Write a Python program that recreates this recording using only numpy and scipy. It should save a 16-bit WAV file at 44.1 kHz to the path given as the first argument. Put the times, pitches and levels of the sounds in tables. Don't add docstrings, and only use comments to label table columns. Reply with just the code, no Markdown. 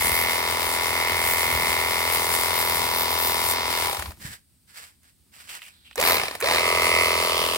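import sys
import numpy as np
from scipy import signal
from scipy.fft import rfft, irfft
from scipy.io import wavfile
from scipy.ndimage import uniform_filter1d

SR = 44100
rng = np.random.default_rng(int(sys.argv[2]) if len(sys.argv) > 2 else 0)


def to_wav(sig):
    pcm = np.clip(np.atleast_2d(sig), -1, 1) * 32767
    pcm = np.round(pcm).astype(np.int16)
    wavfile.write(sys.argv[1], SR, pcm.T)


N = 333837
T = np.arange(N) / SR
FREQ = np.maximum(np.arange(2049) * SR / 4096, 1)

# f/Hz, level/dB
YARD_SPECTRUM = [(15, -43.5), (25, -13.5), (82, -5.5), (170, -18), (249, -17.5), (463, -25.5), (1230, -37),
                 (4870, -23), (6560, -34.5), (8360, -16.5), (10500, -24), (16000, -27)]
WIND_SPECTRUM = [(20, -34.5), (45, -16.5), (70, 3), (110, -7), (250, -10.5), (500, -30)]
SCRAPE_SPECTRUM = [(180, -35), (300, -20), (470, -11.5), (555, -11.5), (1320, -3.5), (1660, 0),
                   (2700, -4.5), (3520, -5.5), (6100, -5.5), (8360, 5), (11100, -4.5), (14700, -1),
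                   (16000, -11)]
# t/s, length/s, level/dB
GUSTS = [(-.05, 0.17, -49), (1.07, 0.042, -47.5), (1.177, 0.16, -60.5), (1.418, 0.27, -56),
         (2.783, 0.25, -59), (3.932, 0.17, -60), (4.158, 0.15, -54.5)]
# t/s, level/dB, f/Hz, decay/s
THUMPS = [(0.045, -34, 74, 0.012), (0.115, -34, 68, 0.012), (1.11, -34, 85, 0.0077),
          (1.549, -33, 70.4, 0.012), (3.982, -33.5, 72.4, 0.012), (4.077, -30, 78, 0.0078),
          (4.249, -27.5, 132, 0.0027)]
# t/s, length/s, grit level/dB, tone f/Hz, tone level/dB, left minus right/dB
SCUFFS = [(4.194, 0.14, -43.5, 1800, -55, -1.5), (4.668, 0.094, -54, 1610, -67, -3),
          (4.738, 0.14, -50, 3000, -80, -1.5), (5.014, 0.074, -63, 1790, -82, -2),
          (5.315, 0.25, -51.5, 2740, -76, -2.5), (5.469, 0.08, -43.5, 2750, -49, -2.5),
          (5.498, 0.053, -60, 940, -63, 0), (5.595, 0.092, -52, 2550, -54.5, -2),
          (5.698, 0.33, -68.5, 3700, -64.5, -5), (5.844, 0.02, -57, 2850, -45, 0)]
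# t/s, level/dB, f/Hz, treble/dB
GRIT_CRACKS = [(5.492, -31, 2670, -24), (5.551, -26, 2600, -7), (5.592, -35, 2200, -22),
               (5.618, -29.5, 2320, -17), (5.629, -36, 2900, -13), (5.639, -38, 3000, -5),
               (5.652, -34, 2800, -5), (5.664, -34, 2400, -12), (5.682, -36, 2600, -6),
               (5.929, -40, 3000, -14)]
# t/s, level/dB, f/Hz, treble/dB
GUN_CLICKS = [(3.996, -18, 1280, -3), (4.023, -19, 1600, -5), (4.061, -26, 1600, -19),
              (4.119, -26, 1100, -7), (5.032, -44, 1860, 5), (5.911, -31, 1620, -21),
              (5.957, -17.5, 770, -3), (6.001, -12.5, 9000, -2), (6.013, -6.5, 4200, -2),
              (6.352, -20.5, 930, -8), (6.403, -16.5, 1760, 1), (6.411, -15, 1470, -7),
              (6.432, -22, 1700, -11)]
# pressed t/s, released t/s, crank f/Hz, sag/(Hz/s), starting crank position/turns
PULLS = [(-1, 3.867, 41.968, .046, .092), (5.957, 6.141, 44.05, 0, .22), (6.403, 8, 42.4, .561, .751)]
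# f/Hz, level/dB
JET_SPECTRUM = [(150, -9.5), (280, 1), (560, -3), (1000, 2.5), (1450, 2), (3000, 1.5), (5000, 0),
                (6600, -6), (8000, 0.5), (9300, 2), (11000, 0.5), (13500, 1.5), (15600, 0)]
CLATTER_SPECTRUM = [(200, -27), (400, 1.5), (1000, 6.5), (1550, -8), (2100, 3), (2800, -15), (5000, -16.5),
                    (6500, -23), (9000, -25)]
CHATTER_SPECTRUM = [(200, -30), (480, 6), (800, 10), (1100, 9), (1500, -0.5), (1800, 10), (2080, 3),
                    (2400, 14), (3200, -17), (3700, 6), (4200, 3.5), (4800, -0.5), (5600, -3), (9000, -23)]
# t/s, level/dB
HISS_1 = [(0.0, -33), (0.42, -39.5), (0.75, -34.5), (0.79, -40), (0.87, -35.5), (1.13, -39.5), (1.17, -35),
          (1.47, -33), (1.59, -36.5), (2.41, -33), (2.5, -37), (3.44, -36), (3.5, -29.5), (3.58, -41),
          (3.83, -36.5), (3.86, -37)]
HISS_2 = [(6.56, -38.5), (6.986, -36), (7.55, -37.5)]
# t/s, length/s, level/dB, f/Hz
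FLARES = [(0.03, .06, -6, 10000), (0.11, .13, -10, 11500), (1.25, 0.11, -7, 14800),
          (2.115, 0.04, -10, 12000), (2.55, .23, -12, 12800), (2.96, .075, -5, 13600),
          (3.1, 0.04, -9, 13300), (3.18, .14, -7, 14000), (3.44, .09, -11, 12500), (6.02, .15, -7, 13000)]
# f/Hz, width/Hz, first hold level/dB, second hold level/dB
HEAD_MODES = [(384.6, 68, -2.5, 1), (476, 130, -3.5, 1.9), (633, 106, 0, 5.5)]
VALVE_MODES = [(796.4, 74, 6.5, -2.3), (993, 162, 1, 2), (1272, 55, -5.5, 4)]
HOUSING_MODES = [(815, 80, 1.5, -2), (987, 95.6, 3, 0.5), (1158, 180, -4.5, 1.5), (1398, 161, -7, -17),
                 (1795, 183, -10, -12.5), (2063, 205, -5.5, 1.5), (2319, 350, -9.5, -10.5),
                 (2555, 140, -27.5, -2), (2770, 1000, -18, -14), (3663, 240, -10.5, -14),
                 (4470, 590, -33.5, -11), (5024, 650, -14, -18.5), (5490, 170, -40, -13.5)]
# t/s, body level/dB, ring level/dB, rasp level/dB
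GUN_LEVELS_1 = [(0.0, -26, -24.5, -31.5), (0.03, -31, -30, -35), (0.6, -30.5, -35.5, -36.5),
                (1.03, -30.5, -30, -36), (1.51, -30, -29.5, -36.5), (3.27, -30, -39, -33),
                (3.7, -31.5, -38, -34.5)]
GUN_LEVELS_2 = [(6.58, -28.5, -7, -29), (6.67, -25.5, -23, -32.5), (7.002, -25, -18, -29.5),
                (7.438, -27, -42, -30.5), (7.48, -29.5, -41, -33.5)]
# f/Hz, left minus right/dB
BALANCE_1 = [(200, -1.5), (380, -4.5), (700, 3.5), (1290, 4.5), (2380, -4), (4400, 3)]
BALANCE_2 = [(200, -2), (380, -1.5), (700, -2), (1290, 3), (2380, -3.5), (4400, 1.5)]
# f/Hz, phase/rad
LEFT_LEAD = [(100, -1), (780, 1.33), (1120, 1.16), (1380, 1), (2150, 0.9), (2580, 3.5), (3360, 4),
             (4900, 5)]

SPIN_UP_S, COAST_S, RATED_HZ, STALL_HZ, DRAG_HZ = .0325, .157, 42, 4.5, 12
PRIME_S, PRIME_RISE_S, BLEED_S = 0.17, 0.079, 0.072
SLACK_BODY_DB, SLACK_RING_DB, SLACK_RASP_DB, SLACK_JET_DB = 0.5, -20, -4.5, 2.5
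KNOCK_POWER, JET_POWER = 1.09, 1.28
TAKE_UP_TURNS, JET_LAG_S = 0.34, 0.0068
RATTLE_DB, FLUTTER_DB, EMPHASIS_DB = -15, -14, -7.5
SIDE_ON_S, SIDE_ON_RISE_S, VENT_DB = 7.15, 0.22, -31


def undb(db):
    return 10 ** (np.asarray(db) / 20)


def unit(x, where=slice(None)):
    return x / np.sqrt(np.mean(x[where] ** 2))


def curves(table):
    times, *columns = np.transpose(table)
    return [np.interp(T, times, column) for column in columns]


def shape(points):
    hz, value = np.transpose(points)
    return np.interp(np.log(FREQ), np.log(hz), value)


def through(x, response):
    taps = np.roll(irfft(response), 512)
    return signal.oaconvolve(x, taps)[512:512 + N]


def below(hz):
    return 1 / (1 + (FREQ / hz) ** 14)


def resonance(hz, width):
    return 1 / (1 + 1j * (FREQ / hz - hz / FREQ) * hz / width) ** 2


def modes(table, hold):
    return sum((-1) ** k * undb(levels[hold]) * resonance(hz, width)
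               for k, (hz, width, *levels) in enumerate(table))


def noise(spectrum):
    return unit(through(rng.standard_normal(N), undb(shape(spectrum))))


def walk(rate):
    step = int(SR / rate)
    stairs = np.repeat(rng.standard_normal(N // step + 1), step)
    return 1.3 * uniform_filter1d(uniform_filter1d(stairs, step), step)[:N]


def grains(rate, spread_db):
    size = undb(spread_db * np.minimum(rng.exponential(size=N), 4))
    return unit((rng.random(N) < rate / SR) * size * rng.standard_normal(N))


def swell(start, length, attack_s, release_s):
    return np.clip((T - start) / attack_s, 0, 1) * np.exp(-np.maximum(T - start - length, 0) / release_s)


def fade(blows, decay_s):
    return signal.lfilter([1], [1, -np.exp(-1 / (decay_s * SR))], blows)


def pan(db):
    return undb(np.array([[db], [-db]]) / 2)


def yard(level_db=-65):
    return undb(level_db) * np.array([noise(YARD_SPECTRUM), noise(YARD_SPECTRUM)])


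def wind(calm_db=-73, draught_db=-54, gain_db=7.5, apart=0.34):
    gusts = sum(undb(db) * swell(start, length, attack_s=0.053, release_s=0.024)
                for start, length, db in GUSTS)
    flow = undb(calm_db) + undb(draught_db) * motor(PULLS)[0] + gusts
    rumble = noise(WIND_SPECTRUM) + apart * noise(WIND_SPECTRUM) * np.array([[1], [-1]])
    return flow * undb(gain_db + 2 * walk(14)) * rumble


def thumps():
    out = np.zeros(N)
    for start, db, hz, decay_s in THUMPS:
        age = np.maximum(T - start, 0)
        out += undb(db) * age / decay_s * np.exp(1 - age / decay_s) * np.sin(2 * np.pi * hz * age)
    return out


def scraping(high_db=-1, left_lag_s=.0004):
    colour = undb(shape(SCRAPE_SPECTRUM))
    direct = grains(rate=8500, spread_db=2)
    out = np.zeros((2, N))
    for channel, lag, side in zip(out, (left_lag_s, 0), (1, -1)):
        grit = np.roll(direct, int(lag * SR)) + grains(rate=9000, spread_db=4)
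        rub = unit(through(grit, colour * below(5540)))
        rub += undb(high_db) * unit(through(grit, colour * (1 - below(4700))))
        for start, length, grit_db, hz, tone_db, pan_db in SCUFFS:
            envelope = swell(start, length, attack_s=0.035, release_s=0.026)
            hollow = unit(through(grit, resonance(hz, 0.4 * hz)))
            channel += envelope * undb(side * pan_db / 2) * (undb(grit_db) * rub + undb(tone_db) * hollow)
    return out * undb(2 * walk(45))


def clicks(table, decay_s, width, gain_db, pan_db, snap_db=-2):
    out, t = np.zeros((2, N)), T[:4096]
    for start, db, hz, treble_db in table:
        burst = (rng.standard_normal(len(t)) + .5 * rng.standard_normal((2, len(t)))) * np.exp(-t / decay_s)
        snap = undb(treble_db + snap_db) * resonance(7900, 9800)
        click = irfft(rfft(burst) * (resonance(hz, width * hz) + snap))
        i = int(start * SR)
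        out[:, i:i + len(t)] += undb(db + gain_db) * click / abs(click).max()
    return out * pan(pan_db)


def motor(pulls):
    hz, turn, pressure = np.zeros((3, N))
    for pressed, released, top_hz, sag, position in pulls:
        now = T >= pressed
        age, coast = T[now] - pressed, np.maximum(T[now] - released, 0)
        hz[now] = (top_hz - sag * age) * (1 - np.exp(-age / SPIN_UP_S)) * np.exp(-coast / COAST_S)
        turn[now] = position + np.cumsum(hz[now]) / SR
        pressure[now] = np.clip((age - coast - PRIME_S) / PRIME_RISE_S, 0, 1) * np.exp(-coast / BLEED_S)
    turning = np.clip((hz - STALL_HZ) / (DRAG_HZ - STALL_HZ), 0, 1)
    return turning * hz / RATED_HZ, turn, pressure


def jet_spray(knocks, steady, hiss_db, tilt_db, sizzle_db, right_lag_s=.00045):
    usual_db = hiss_db[steady].mean()
    hard_db = hiss_db - usual_db
    low_gain = undb(0.17 * hard_db)
    hiss_gain = undb(hard_db + walk(19))
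    sizzle_gain = undb(1.23 * hard_db + sizzle_db + 1.1 * walk(14))
    flares = [(undb(db) * swell(start, length, attack_s=0.0083, release_s=0.006), resonance(hz, 3200))
              for start, length, db, hz in FLARES]
    spatter = undb(2.3 * walk(70))
    surge = unit(1 + 1.64 * fade(knocks, decay_s=0.0024), steady) * undb(1.1 * walk(30))
    colour = undb(shape(JET_SPECTRUM) + tilt_db * np.log2(FREQ / 9000))
    common, out = 0.59 * grains(rate=22000, spread_db=1.5), []
    for lag in (0, right_lag_s):
        impacts = np.roll(common, int(lag * SR)) + grains(rate=22000, spread_db=3)
        drops = unit(through(impacts, colour))
        low, sizzle = through(drops, below(6000)), through(drops, 1 - below(10900))
        hiss = drops - low - sizzle
        flaring = sum(envelope * unit(through(drops, abs(band))) for envelope, band in flares)
        out.append(low_gain * low + hiss_gain * hiss + sizzle_gain * sizzle + spatter * flaring)
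    return np.array(out) * surge * undb(usual_db)


def groan(speed, turn, cycles_per_turn=18, gain_db=-0.5):
    strain = (np.gradient(speed) > 0) * np.clip(1 - speed, 0, 1) * speed ** 3
    tone = strain * np.sin(2 * np.pi * cycles_per_turn * turn)
    return undb(gain_db) * through(tone, abs(resonance(510, 210)))


def teeth(turn, count=400):
    return np.interp(turn % 1 * count, np.arange(count), rng.standard_normal(count))


def clatter(turn, shake, steady, gear_db):
    colour = undb(shape(CLATTER_SPECTRUM))
    gears = through(teeth(turn), colour * (1 - below(2440)))
    flutter = through(teeth(turn) * np.cos(np.pi * turn), colour)
    return undb(gear_db) * unit(gears * shake, steady) + undb(FLUTTER_DB) * unit(flutter * shake, steady)


def strokes(turn, scatter_db, jitter_s):
    at = np.flatnonzero(np.diff(np.floor(turn)) > 0)
    timing, strength = rng.standard_normal((len(at), 2)).T
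    at += np.round(timing * jitter_s * SR).astype(int)
    blows = np.zeros(N)
    blows[np.clip(at, 0, N - 1)] = undb(scatter_db * strength)
    return blows


def piston(turn, hold):
    limp = undb(0.11 * np.cos(np.pi * turn))
    push = limp * strokes(turn, scatter_db=.2, jitter_s=.00001)
    back = strokes(turn - .474, scatter_db=.9, jitter_s=.000012)
    valve = strokes(turn - .704, scatter_db=.7, jitter_s=.000012)
    knocks = push + undb(-1.5) * back
    struck = through(knocks, modes(HOUSING_MODES, hold))
    struck += through(push, modes(HEAD_MODES, hold))
    struck += through(valve, modes(VALVE_MODES, hold))
    emphasis = undb(EMPHASIS_DB) * resonance(1007, 60)
    return knocks, through(struck, 1 + emphasis)


def tip_forward(body, start_s=2.3, rise_s=0.35, ring_db=1.5, rest_db=-0.5):
    tipped = np.clip((T - start_s) / rise_s, 0, 1)
    valve_ring = through(body, abs(resonance(975, 170)))
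    return undb(ring_db * tipped) * valve_ring + undb(rest_db * tipped) * (body - valve_ring)


def washer(pulls, levels, hiss, balance, hold, body_db, ring_db, rasp_db, gear_db, chatter_db, hum_db,
           jet_db, jet_pan_db, jet_tilt_db, sizzle_db):
    speed, turn, pressure = motor(pulls)
    steady, slack = pressure > .5, 1 - pressure
    take_up = 1 - np.exp(-np.maximum(turn, 0) / TAKE_UP_TURNS)
    force = speed ** KNOCK_POWER * take_up
    body_gain, ring_gain, rasp_gain = (
        force * undb(db + slack * change)
        for db, change in zip(curves(levels), (SLACK_BODY_DB, SLACK_RING_DB, SLACK_RASP_DB)))
    knocks, struck = piston(turn, hold)
    shake = fade(knocks, decay_s=0.00086) + 1.5
    pulses = fade(knocks, decay_s=0.0024) + 0.14
    pump = unit(struck, steady) + clatter(turn, shake, steady, gear_db)
    chatter = undb(chatter_db) * force * slack * unit(noise(CHATTER_SPECTRUM) * pulses, steady)
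    labouring = chatter + groan(speed, turn)
    vent_gain = undb(VENT_DB) * force * np.clip((T - SIDE_ON_S) / SIDE_ON_RISE_S, 0, 1)
    ring_gain *= undb(walk(6))
    bands = below(1864), below(2860) - below(1760), 1 - below(2420)
    ports = []
    for side in (1, -1):
        rattle = undb(RATTLE_DB) * unit(noise(CLATTER_SPECTRUM) * shake, steady)
        body, ring, rasp = (unit(through(pump + rattle, band), steady) for band in bands)
        if hold == 0:
            body = tip_forward(body)
        vents = unit(through(rng.standard_normal(N) * pulses, resonance(3000, 1040)), steady)
        machine = (undb(body_db) * body_gain * body + undb(ring_db) * ring_gain * ring
                   + undb(rasp_db) * rasp_gain * rasp + labouring + vent_gain * vents)
        to_port = undb(side * shape(balance) / 2) * np.exp(.5j * side * shape(LEFT_LEAD))
        ports.append(through(machine, to_port))
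    jet = jet_spray(knocks, steady, curves(hiss)[0], jet_tilt_db, sizzle_db)
    jet *= undb(jet_db + SLACK_JET_DB * slack) * np.interp(T - JET_LAG_S, T, speed) ** JET_POWER
    hum = np.sin(4 * np.pi * turn) + 0.3 * np.sin(8 * np.pi * turn) + 0.45 * np.sin(12 * np.pi * turn)
    return np.array(ports) + jet * pan(jet_pan_db) + undb(hum_db) * hum * body_gain * speed ** 2


def scene():
    rinse = washer(PULLS[:1], GUN_LEVELS_1, HISS_1, BALANCE_1, hold=0,
                   body_db=1.5, ring_db=1.14, rasp_db=2, gear_db=-9, chatter_db=-25, hum_db=-12,
                   jet_db=10, jet_pan_db=3, jet_tilt_db=0.1, sizzle_db=-1)
    restarts = washer(PULLS[1:], GUN_LEVELS_2, HISS_2, BALANCE_2, hold=1,
                      body_db=0.5, ring_db=-7.5, rasp_db=1.5, gear_db=-12, chatter_db=-22.5, hum_db=-16,
                      jet_db=11, jet_pan_db=2, jet_tilt_db=-0.5, sizzle_db=-4.5)
    gun_clicks = clicks(GUN_CLICKS, decay_s=0.0034, width=1.65, gain_db=-2, pan_db=-3)
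    grit = clicks(GRIT_CRACKS, decay_s=0.0037, width=.7, gain_db=0, pan_db=-5)
    return rinse + restarts + gun_clicks + grit + scraping() + thumps() + wind() + yard()


def record(dry):
    sound = signal.sosfilt(signal.butter(3, 38, "high", fs=SR, output="sos"), dry)
    return signal.sosfilt(signal.ellip(10, .1, 70, 15800, fs=SR, output="sos"), sound)


dry = scene()
out = record(dry)
to_wav(out)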